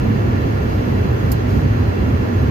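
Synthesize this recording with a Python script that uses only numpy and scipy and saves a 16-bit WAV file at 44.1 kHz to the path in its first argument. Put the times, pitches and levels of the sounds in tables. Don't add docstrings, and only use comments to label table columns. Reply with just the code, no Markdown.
import sys
import numpy as np
from scipy import signal
from scipy.fft import rfft, irfft, next_fast_len
from scipy.io import wavfile
from scipy.ndimage import uniform_filter1d, map_coordinates

SR = 44100
rng = np.random.default_rng(int(sys.argv[2]) if len(sys.argv) > 2 else 0)


def master(y):
    cut = np.clip(np.atleast_2d(y).T, -1, 1)
    pcm = np.round(cut * 32767)
    wavfile.write(sys.argv[1], SR, pcm.astype(np.int16))


def field_ratio(decibels):
    return 10 ** (np.asarray(decibels, dtype=float) / 20)


N = 110250

# (frequency [Hz], likeness [-1..1])
PORT_LIKENESS = [(130, 0.98), (260, 0.64), (400, 0.19), (550, -0.47), (900, -0.59), (1750, -0.45),
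                 (2250, 0.14), (3200, 0.12)]
LEFT_MORE = np.array([[0.5], [-0.5]])
RIGHT_MORE = -LEFT_MORE


def unit(x):
    return x / np.sqrt(np.mean(x ** 2) + 1e-20)


def along(points, hz):
    f, v = np.transpose(points)
    return np.interp(np.log(hz + 1), np.log(f + 1), v)


def curve(rows):
    s, v = np.transpose(rows)
    return np.interp(np.arange(N) / SR, s, v)


def wobble(rate):
    return map_coordinates(rng.standard_normal(400), [np.arange(N) * rate / SR])


def filtered(x, response):
    m = next_fast_len(N + SR // 2)
    hz = np.fft.rfftfreq(m, 1 / SR)
    return irfft(rfft(x, m) * response(hz), m)[..., :N]


def above(corner_hz, hz, order=4):
    return 1 / (1 + (corner_hz / (hz + 1)) ** order)


def right_later(x, lag_s):
    return filtered(x, lambda hz: np.exp(2j * np.pi * hz * lag_s * LEFT_MORE))


def colour(spectrum, peaks, hz):
    lift_db = sum(db / (1 + (2 * (hz - centre) / width) ** 2) for centre, width, db in peaks)
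    return field_ratio(along(spectrum, hz) + lift_db)


def rush(spectrum, peaks, likeness, patchy_db):
    z = signal.stft(rng.standard_normal((2, N)), nperseg=512)[2]
    patches = uniform_filter1d(rng.standard_normal(z.shape[1:]), size=6, axis=0)
    patches = uniform_filter1d(patches, size=14, axis=1)
    pair = signal.istft(z * field_ratio(patchy_db * unit(patches)), nperseg=512)[1][:, :N]

    def response(hz):
        turn = np.arccos(np.clip(along(likeness, hz), -1, 1)) / 2
        return colour(spectrum, peaks, hz) * [np.cos(turn), np.sin(turn)]

    mid, side = filtered(pair, response)
    return unit(np.array([mid + side, mid - side]))


def engines():
    # (frequency [Hz], density [dB per Hz])
    rumble_spectrum = [(12, -62), (20, -30), (50, -12.5), (97, 1.5), (118, -1), (161, -12.5), (246, -9),
                       (330, -24), (430, -26), (730, -120)]
    # (frequency [Hz], width [Hz], lift [dB])
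    cabin_modes = [(27, 10, 2), (44, 10, 4), (65, 14, 5), (78, 8, -2), (90, 9, 1), (99, 8, -3), (109, 9, 2),
                   (135, 12, 2), (200, 20, 2), (247, 25, 3)]
    # (time [s], level [dB])
    surges = [(0.0, -18), (0.77, -18.5), (0.79, -12), (0.83, -28), (0.96, -16), (1.09, -18.5),
              (1.11, -12.5), (1.2, -25), (1.23, -16), (1.36, -18), (1.91, -13.5), (1.96, -25.5),
              (2.03, -12.5), (2.08, -19), (2.17, -13.5), (2.28, -26), (2.36, -14), (2.5, -16.5)]
    rumble = rush(rumble_spectrum, cabin_modes, PORT_LIKENESS, patchy_db=1.72)
    booms = filtered(rumble, lambda hz: above(52, hz, order=6) / (1 + (hz / 150) ** 6))
    span, steady_share = round(0.045 * SR), 0.9
    power = np.mean(booms ** 2, 0)
    chance = np.abs(uniform_filter1d(uniform_filter1d(power, span), span)) / np.mean(power)
    surge_db = curve(surges)
    surging = booms / (chance + 0.067) ** (steady_share / 2) * field_ratio(surge_db - surge_db.mean())
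    return field_ratio(surge_db.mean() + 1.5) * (surging + rumble - booms)


def airflow():
    # (frequency [Hz], density [dB per Hz])
    roar_spectrum = [(160, -45), (280, 1), (493, -2), (1040, -13.5), (1260, -12.5), (1740, -18),
                     (2160, -20), (2730, -26), (3600, -34.5), (4680, -67), (7920, -120)]
    # (frequency [Hz], width [Hz], lift [dB])
    panel_modes = [(400, 60, 2), (490, 40, 1), (540, 70, -2), (1030, 120, 3), (1280, 90, -4),
                   (1390, 100, 3), (1510, 80, -3), (1730, 150, 4), (1880, 80, 3), (2690, 130, 5),
                   (3350, 110, 3)]
    return field_ratio(-24) * rush(roar_spectrum, panel_modes, PORT_LIKENESS, patchy_db=0.3)


def vent():
    # (frequency [Hz], density [dB per Hz])
    hiss_spectrum = [(1410, -26), (2400, -11), (2660, 0), (3780, -8.5), (4600, -11), (6450, -13),
                     (8700, -30), (13400, -23.5), (15700, -29)]
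    # (frequency [Hz], width [Hz], lift [dB])
    nozzle_modes = [(4440, 250, 0.5), (4720, 280, 7), (5420, 240, 4.5), (6080, 120, 0.5), (11900, 830, 4.5),
                    (12700, 900, 6.5), (13700, 900, 6)]
    # (time [s], level [dB])
    flow = [(0, 2.5), (.3, 2), (.55, 2.5), (.75, 3.5), (1.1, 2.5), (1.25, 3.5), (1.285, 3.5), (1.33, 6.5),
            (1.37, 2.5), (1.45, 1.5), (1.5, 5), (1.58, 4.5), (1.65, 2), (2.5, 2.5)]
    hiss = rush(hiss_spectrum, nozzle_modes, [(3000, 0.36)], patchy_db=0.5)
    hiss = right_later(hiss, lag_s=0.00045)
    top = filtered(hiss, lambda hz: above(8000, hz))
    flow_db = curve(flow)
    return field_ratio(-46) * (field_ratio(0.2 * flow_db) * (hiss - top) + field_ratio(1.65 * flow_db) * top)


def edge_tones():
    edge_hz = [4055, 4215, 6420]
    # (width [Hz], level [dB], likeness of the ports [-1..1])
    edge_bands = [(100, -56, -.6), (150, -58, -.6), (110, -62, -0.2)]
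    floor, lift_db = [(1000, -30)], 40
    total = 0
    for hz, (width, db, likeness) in zip(edge_hz, edge_bands):
        total = total + field_ratio(db) * rush(floor, [(hz, width, lift_db)], [(hz, likeness)], patchy_db=-0.5)
    return field_ratio(-3.5 * LEFT_MORE) * total


def tones():
    # (order of the motor rate, level [dB], phase between ports [rad])
    motor_orders = [(1, -52, 2.6), (2, -53, 2.4), (3, -60, 2.4), (4, -72, 1.6), (5, -76, .8), (6, -83, .5),
                    (7, -80, .5), (9, -73, .5)]
    # (frequency [Hz], level [dB], phase between ports [rad])
    engine_tones = [(862, -49, 2.8), (1034.5, -52, 2.8), (1353, -53, 2.8), (1593, -52, 1.8),
                    (1690, -54, 2.5), (1731, -47, 2.1), (5411, -74, 2), (7297, -78, 1), (9827, -82, .5)]
    motor_hz, swell_db, drift_rad = 1379.3, 2.5, 0.4
    t = np.arange(N) / SR
    lines = [(order * motor_hz, db, phase) for order, db, phase in motor_orders] + list(engine_tones)
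    total = 0
    for hz, db, phase in lines:
        level = field_ratio(db + swell_db * wobble(5.25))
        angle = 2 * np.pi * hz * t + drift_rad * wobble(6.0)
        total = total + level * np.sin(angle + phase * RIGHT_MORE)
    return total


def squeak():
    middle_hz, rise_hz_per_s, length_s = 5380, 2000, 0.045
    t = np.arange(N) / SR - 0.742
    swell = np.exp(-(2 * t / length_s) ** 4)
    return field_ratio(-57) * swell * np.sin(2 * np.pi * (middle_hz + rise_hz_per_s * t / 2) * t)


def snap():
    # (frequency [Hz], density [dB per Hz])
    trim_spectrum = [(2500, -50), (3800, -19), (5000, -15), (9300, -9), (11000, -11), (11800, -2),
                     (14600, -7), (15600, -16)]
    # (frequency [Hz], width [Hz], lift [dB])
    trim_modes = [(9170, 300, 3), (12800, 430, 3)]
    # (frequency [Hz], level [dB], 60 dB decay time [s])
    trim_rings = [(4520, -9, .025), (5110, -8, .02), (6850, -9, .035), (11900, -5, .05), (12120, -10, .05)]
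    snap_s, rise_s, slip_s = 1.319, 0.001, 0.0045
    snap_t60_s, echo_t60_s = 0.04, 0.1
    t = np.arange(N) / SR - snap_s
    after = np.clip(t - slip_s, 0, None)
    rise = np.exp(np.clip(t, None, 0) / rise_s)
    grain_db = 3 * map_coordinates(rng.standard_normal(N), [np.arange(N) * 900 / SR])
    grains = rng.standard_normal((3, N)) * field_ratio(grain_db)
    plastic = unit(filtered(grains, lambda hz: colour(trim_spectrum, trim_modes, hz)))
    rings = sum(field_ratio(db - 60 * after / t60) * np.sin(2 * np.pi * hz * t) for hz, db, t60 in trim_rings)
    direct = (plastic[0] * field_ratio(-60 * after / snap_t60_s) + rings) * rise
    direct = right_later(direct, lag_s=-0.0016)
    bright = filtered(plastic[1:], lambda hz: above(9000, hz))
    echo = bright * rise * field_ratio(-13 - 60 * after / echo_t60_s)
    return field_ratio(-28.5) * (direct + echo) * field_ratio(-8.5 * LEFT_MORE)


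def scene():
    return engines() + airflow() + vent() + edge_tones() + tones() + squeak() + snap()


def band_limit(x):
    return signal.sosfilt(signal.butter(12, 15820, fs=SR, output="sos"), x)


def record(dry):
    # (frequency [Hz], left over right [dB])
    port_colour = [(35, -2.5), (100, -0.7), (230, -4.5), (550, 0.5), (1500, -3.5), (3000, -0.5), (6500, -2),
                   (9000, 15), (13000, -3)]
    ports = filtered(dry, lambda hz: field_ratio(along(port_colour, hz) * LEFT_MORE) * (hz < 15750))
    return band_limit(ports)


dry = scene()
out = record(dry)
master(out)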